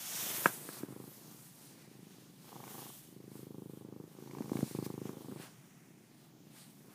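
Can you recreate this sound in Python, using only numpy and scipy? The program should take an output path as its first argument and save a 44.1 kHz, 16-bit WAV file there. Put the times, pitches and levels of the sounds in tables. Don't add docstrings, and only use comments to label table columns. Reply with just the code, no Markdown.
import sys
import numpy as np
from scipy import signal
from scipy.fft import rfft, irfft
from scipy.io import wavfile
from scipy.ndimage import uniform_filter1d

SR = 44100
rng = np.random.default_rng(int(sys.argv[2]) if len(sys.argv) > 2 else 0)


def dump(signal):
    limited = np.clip(np.atleast_2d(signal).T, -1, 1)
    pcm = np.round(limited * 32767).astype(np.int16)
    wavfile.write(sys.argv[1], SR, pcm)


N = 306054
TIME = np.arange(N) / SR


def from_db(db):
    return 10 ** (np.asarray(db) / 20)


def rms_one(x):
    return x / np.sqrt(np.mean(x ** 2) + 1e-20)


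def drift(rate_hz):
    step, settle = 40, 2000
    r = np.exp(-2 * np.pi * rate_hz * step / SR)
    slow = signal.lfilter([1], [1, -2 * r, r * r], rng.standard_normal(N // step + settle + 2))[settle:]
    return np.interp(np.arange(N) / step, np.arange(len(slow)), rms_one(slow))


def band(x, low_hz, high_hz, order=2):
    return signal.sosfilt(signal.butter(order, [low_hz, high_hz], "band", fs=SR, output="sos"), x)


def resonate(x, modes):
    out = 0
    for hz, width_hz, gain_db in modes:
        r = np.exp(-np.pi * width_hz / SR)
        zeros = np.array([1, 0, -1]) * (1 - r * r) / 2
        poles = [1, -2 * r * np.cos(2 * np.pi * hz / SR), r * r]
        out = out + from_db(gain_db) * signal.lfilter(zeros, poles, x + 1e-18)
    return out


def ring(clicks, hz, t60):
    r, w = from_db(-60 / (t60 * SR)), 2 * np.pi * hz / SR
    return signal.lfilter([0, np.sin(w)], [1, -2 * r * np.cos(w), r * r], clicks + 1e-18)


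def decay(clicks, tau_s):
    return signal.lfilter([1], [1, -np.exp(-1 / (tau_s * SR))], clicks)


def clicks_at(times, sizes):
    out = np.zeros(N)
    np.add.at(out, np.clip(np.round(np.asarray(times) * SR).astype(int), 0, N - 1), sizes)
    return out


# (frequency [Hz], relative density [dB])
ROOM_TONE = [(18, -45), (30, -22), (59, -41), (120, 9), (156, 8.5), (332, -1), (432, -15.5), (709, -11.5),
             (6540, -58), (13300, -31.5), (15500, -19)]


def room_tone(level_db=-60):
    hz, db = np.transpose(ROOM_TONE)
    bins_hz = np.maximum(np.arange(N // 2 + 1) * SR / N, 1)
    colour = from_db(np.interp(np.log(bins_hz), np.log(hz), db))
    return from_db(level_db) * rms_one(irfft(rfft(rng.standard_normal(N)) * colour, N))


def room_tail(near, t60=.14, level_db=-25):
    t = np.arange(int(.3 * SR)) / SR
    tail = band(rng.standard_normal(len(t)), 73, 3400) * from_db(-60 * t / t60) * (t > .006)
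    return from_db(level_db) * signal.fftconvolve(near, tail / np.sqrt(np.sum(tail ** 2)))[:N]


# (frequency [Hz], width [Hz], gain [dB])
SLEEVE_MODES = [(1300, 700, -7), (4200, 1200, -1), (8600, 1500, 0)]
# (time [s], half length [s], level [dB])
SLEEVE_PASS = (6.61, .06, -62)


def sleeve():
    at_s, half_s, level_db = SLEEVE_PASS
    swell = np.exp(-((TIME - at_s) / half_s) ** 2)
    return from_db(level_db) * swell * rms_one(resonate(rng.standard_normal(N), SLEEVE_MODES))


# (time [s], rise [s], hold [s], fall [s], treble [dB], mids against treble [dB])
FUR_STROKES = [(0.187, 0.27, 0.17, 0.15, -39, -12.5), (.455, 0.042, 0.007, 0.027, -40.5, -5),
               (0.521, .05, 0.016, 0.077, -50.5, -10.5), (.67, .1, .12, 0.051, -51.5, -7.5),
               (0.92, 0.091, 0.016, 0.071, -67, -1.5), (1.14, 0.23, 0.32, 0.13, -57, -11.5),
               (1.61, 0.13, 0.083, 0.13, -59, -8.5), (1.797, 0.046, 0.018, 0.079, -68, 1),
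               (2.12, 0.28, 0.066, 0.18, -65, -5.5), (2.49, 0.11, .02, 0.13, -61.5, -4.5),
               (2.72, 0.21, 0.11, 0.13, -54.5, -7.5), (2.905, 0.16, 0.057, 0.16, -56, -15.5),
               (3.373, 0.096, 0.055, 0.076, -59, -13.5), (3.77, 0.34, 0.026, 0.057, -66, -12),
               (4.2, 0.22, 0.3, 0.24, -65, -4), (4.585, 0.11, 0.13, 0.26, -54, -8.5),
               (4.852, .02, 0.012, 0.0073, -52, -6), (5.06, 0.06, 0.015, 0.1, -60, -3.5),
               (5.22, 0.11, 0.13, 0.27, -63.5, -8), (5.419, .04, 0.02, 0.056, -56, -1),
               (5.55, 0.11, 0.063, 0.66, -73, -1.5), (6.25, .15, 0.0093, 0.053, -69.5, -2.5),
               (6.566, 0.077, .02, 0.19, -61, -6.5), (6.924, 0.11, 0.026, .1, -67, 0)]
# (treble [dB], upper mids [dB], mids [dB])
RESTING_RUSTLE = (-74.5, -75.5, -77)


def stroke_levels():
    power = from_db(RESTING_RUSTLE)[:, None] ** 2
    for at_s, rise_s, hold_s, fall_s, treble_db, mids_db in FUR_STROKES:
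        before, after = (at_s - TIME) / rise_s, (TIME - at_s - hold_s) / fall_s
        shape_db = -10 * np.maximum(np.maximum(before, after), 0)
        ranges_db = treble_db + np.array([0, mids_db / 2 - 2, mids_db])
        power = power + from_db(ranges_db[:, None] + shape_db) ** 2
    return 10 * np.log10(power)


def rustle():
    ranges_hz = [(7540, 21800), (2750, 7280), (543, 2650)]
    shared_flicker_db = .61 * drift(24.5)
    out = 0
    for (low_hz, high_hz), level_db in zip(ranges_hz, stroke_levels()):
        edges = np.geomspace(low_hz, high_hz, 4)
        range_rms = np.sqrt(2 * (high_hz - low_hz) / SR)
        grains = rng.standard_normal((3, N)) * from_db(.5 * rng.standard_normal(N))
        for k in range(3):
            flicker_db = shared_flicker_db + .71 * drift(18.1)
            contact_db = 1.8 * drift(1.5)
            gain = from_db(level_db + flicker_db + contact_db) / range_rms
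            out = out + gain * band(grains[k], edges[k], edges[k + 1])
    return out


# (time [s], strength [dB])
CASE_TAPS = [(.458, -8.5), (0.689, -36.5), (0.831, -43), (4.607, -43), (5.092, -49), (5.292, -66),
             (5.314, -50), (5.43, -57)]
# (frequency [Hz], gain [dB], t60 [s])
CASE_MODES = [(177.2, -1, 0.05), (309.5, -8, 0.0083), (492.5, -4.5, 0.0231), (631, -19, 0.012),
              (874, -5, 0.014), (1020, -4, 0.0053), (1263, -4.5, 0.0056), (1453, -10.5, 0.012),
              (1655, -7.5, 0.013), (2150, -8.5, 0.01185), (2500, -20.5, 0.016)]


def case_taps():
    times, tap_db = np.transpose(CASE_TAPS)
    blows = [(0, -5), (.0007, 0), (.0038, -5)]   # (delay [s], level [dB])
    clicks = sum(clicks_at(times + delay, from_db(tap_db + blow_db)) for delay, blow_db in blows)
    ringing = sum(from_db(gain_db) * ring(clicks, hz, t60) for hz, gain_db, t60 in CASE_MODES)
    colour = [(1351, 1400, -3), (330.6, 910, -7.5), (2450, 240, -15.5)]
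    return resonate(band(ringing, 220, 2200), colour)


# (time [s], strength [dB], pitch [Hz], t60 [s])
MIC_THUMPS = [(.689, -32, 425, 0.007), (.905, -36, 270, 0.027), (0.8335, -24.5, 308, 0.018),
              (4.406, -21.5, 270, 0.021), (4.5173, -18, 270, 0.016), (4.555, -19.5, 226, 0.015),
              (4.5887, -29, 281, 0.018), (4.629, -11, 222, 0.0089), (5.288, -40.5, 248, 0.096),
              (5.315, -32, 260, 0.011)]


def mic_thumps():
    ringing = sum(ring(clicks_at([at_s], from_db(db + 1)), hz, t60) for at_s, db, hz, t60 in MIC_THUMPS)
    return signal.sosfilt(signal.butter(2, 700, fs=SR, output="sos"), ringing)


# (frequency [Hz], width [Hz], gain per pass [dB])
TICK_MODES = [(1000, 450, 0), (1500, 400, -6), (2150, 450, -4), (3800, 1800, -9)]


def wet_ticks(flaps):
    bursts = decay(flaps, tau_s=.002) * rng.standard_normal(N)
    return rms_one(resonate(resonate(bursts, TICK_MODES), TICK_MODES))


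# (frequency [Hz], width [Hz], gain [dB])
NOSE_MODES = [(830, 200, 0), (1060, 220, -5)]


def nose(snaps, airflow, hiss_db, lead_s=.0011):
    early_snaps = -np.roll(snaps, -round(lead_s * SR))
    ringing = rms_one(band(resonate(early_snaps, NOSE_MODES), 660, 1220, order=3))
    hiss = rms_one(airflow * resonate(rng.standard_normal(N), NOSE_MODES))
    return ringing + from_db(hiss_db) * hiss


# (frequency [Hz], width [Hz], gain [dB])
CHEST_MODES = [(132, 35, 3), (184, 40, -12), (350, 170, -2)]


def chest(pulses, width_ms=.72, curvature=.45):
    u = np.arange(-200, 201) / (width_ms * SR / 1000)
    puff = (curvature * u ** 2 - 1) * np.exp(-u ** 2 / 2)
    puffs = signal.fftconvolve(pulses, puff, "same")
    return rms_one(band(puffs + resonate(puffs, CHEST_MODES), 60, 700, order=1))


# (start [s], twitch rate [Hz], flap delay [ms], flap spread [ms], pause before it [dB],
#  nose [dB], flap strength [dB], air [dB], tick [dB])
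PURR_STRETCHES = [(.110, 25.75, 10, .5, 0, -11, -10, 2, -31), (.888, 26.1, 10, .5, 0, -15, -11, -10, -35),
                  (1.149, 30.18, 10, .5, 0, -13, -5, -1, -27), (1.878, 26.05, 10, .5, -3, -18, -7, -9, -30),
                  (2.446, 26.7, 9, .8, -3, -13, -3, 0, -22), (2.521, 26.7, 8, 1.2, 0, -4, -1.5, -2, -13),
                  (3.014, 26.3, 10, .3, -8, -20, -9, -15, -38),
                  (4.152, 27.25, 14.5, .6, -12, -14, -3, -7, -17),
                  (4.713, 26.2, 10.5, .3, -17, -18, -13, -19, -39),
                  (5.133, 26.2, 10.5, .4, 0, -13, -10, -5, -33),
                  (5.513, 30.36, 10, .5, -14, -17, -6, -6, -29),
                  (6.040, 26.2, 10, .5, 0, -20, -6, -10, -29), (6.307, 30.6, 10, .5, 0, -25, -6, -13, -30),
                  (6.503, 26.25, 10, .5, 0, -17, -7, -3, -32)]


def twitches():
    ends = [row[0] for row in PURR_STRETCHES[1:]] + [N / SR]
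    rows = []
    for (start, rate_hz, delay_ms, spread_ms, _, _, flap_db, _, _), end in zip(PURR_STRETCHES, ends):
        times = np.arange(start, end - .5 / rate_hz, 1 / rate_hz)
        rows += [(t, flap_db, delay_ms, spread_ms) for t in times]
    return np.transpose(rows)


def stretch_levels(lead_s=.046, fall_s=.077, rise_s=.094, blend_s=.05):
    starts, _, _, _, depths_db, nose_db, _, air_db, tick_db = np.transpose(PURR_STRETCHES)
    pause_db = sum(np.interp(TIME - start + lead_s, [-fall_s, 0, rise_s], [0, depth_db, 0])
                   for start, depth_db in zip(starts, depths_db))
    current = np.maximum(np.searchsorted(starts, TIME + lead_s + blend_s / 2) - 1, 0)
    colour_db = [uniform_filter1d(db[current], int(blend_s * SR)) for db in (nose_db, air_db, tick_db)]
    return pause_db, *colour_db


# (time [s], level [dB])
PURR_AT_MIC = [(0, -65), (.3, -52), (.8, -57), (.9, -50), (1.08, -51.5), (1.15, -64.5), (1.28, -58.5),
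               (1.5, -73.5), (1.75, -61.5), (1.95, -57), (2.15, -60.5), (2.4, -63), (2.55, -55),
               (2.89, -56.5), (2.96, -68.5), (3.15, -55), (3.6, -48), (3.8, -51), (4.0, -47.5),
               (4.25, -54.5), (4.4, -44.5), (4.48, -49), (4.62, -37), (4.8, -39), (4.92, -43), (5.1, -42),
               (5.13, -49), (5.45, -48.5), (5.6, -69.5), (6.08, -64), (6.15, -73), (6.42, -61.5),
               (6.72, -73), (6.84, -60.5)]


def purr(jitter_s=.00015, lead_s=.0013):
    times, flap_db, delay_ms, spread_ms = twitches()
    timing, twitch_luck, delay_luck, flap_luck, tick_luck, snap_luck = (
        rng.standard_normal((len(times), 6)).T)
    times = times + jitter_s * timing - lead_s
    flap_times = times + (delay_ms + spread_ms * delay_luck) / 1000
    twitch = clicks_at(times, from_db(.7 * twitch_luck))
    flap = clicks_at(flap_times, from_db(flap_db + 2 * flap_luck))
    snaps = clicks_at(times, from_db(2.5 * snap_luck)) + from_db(6) * flap
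    airflow = decay(twitch + flap, tau_s=.006) + .53

    pause_db, nose_db, air_db, tick_db = stretch_levels()
    body = chest(twitch + .63 * flap)
    ticks = from_db(tick_db) * wet_ticks(clicks_at(flap_times, from_db(3 * tick_luck)))
    air = from_db(air_db) * rms_one(airflow * band(rng.standard_normal(N), 110, 468, order=3))
    nasal = from_db(nose_db) * nose(snaps, airflow, hiss_db=np.minimum(air_db, -6) - 4)
    level_db = np.interp(TIME, *np.transpose(PURR_AT_MIC)) + pause_db
    body_and_air_rms = np.sqrt(1 + from_db(air_db) ** 2)
    return from_db(level_db) * (body + air + nasal + ticks) / body_and_air_rms


def scene():
    near = purr() + mic_thumps() + case_taps()
    return np.tile(near + room_tail(near) + rustle() + sleeve() + room_tone(), (2, 1))


def record(dry, low_cut_hz=123.5, top_hz=16000, rumble_db=-88.5):
    thin = signal.sosfilt(signal.butter(4, low_cut_hz, "high", fs=SR, output="sos"), dry)
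    rumble = from_db(rumble_db) * rms_one(band(rng.standard_normal(N), 14, 41, order=1))
    return signal.sosfilt(signal.cheby2(16, 70, top_hz, fs=SR, output="sos"), thin + rumble)


dry = scene()
out = record(dry)
dump(out)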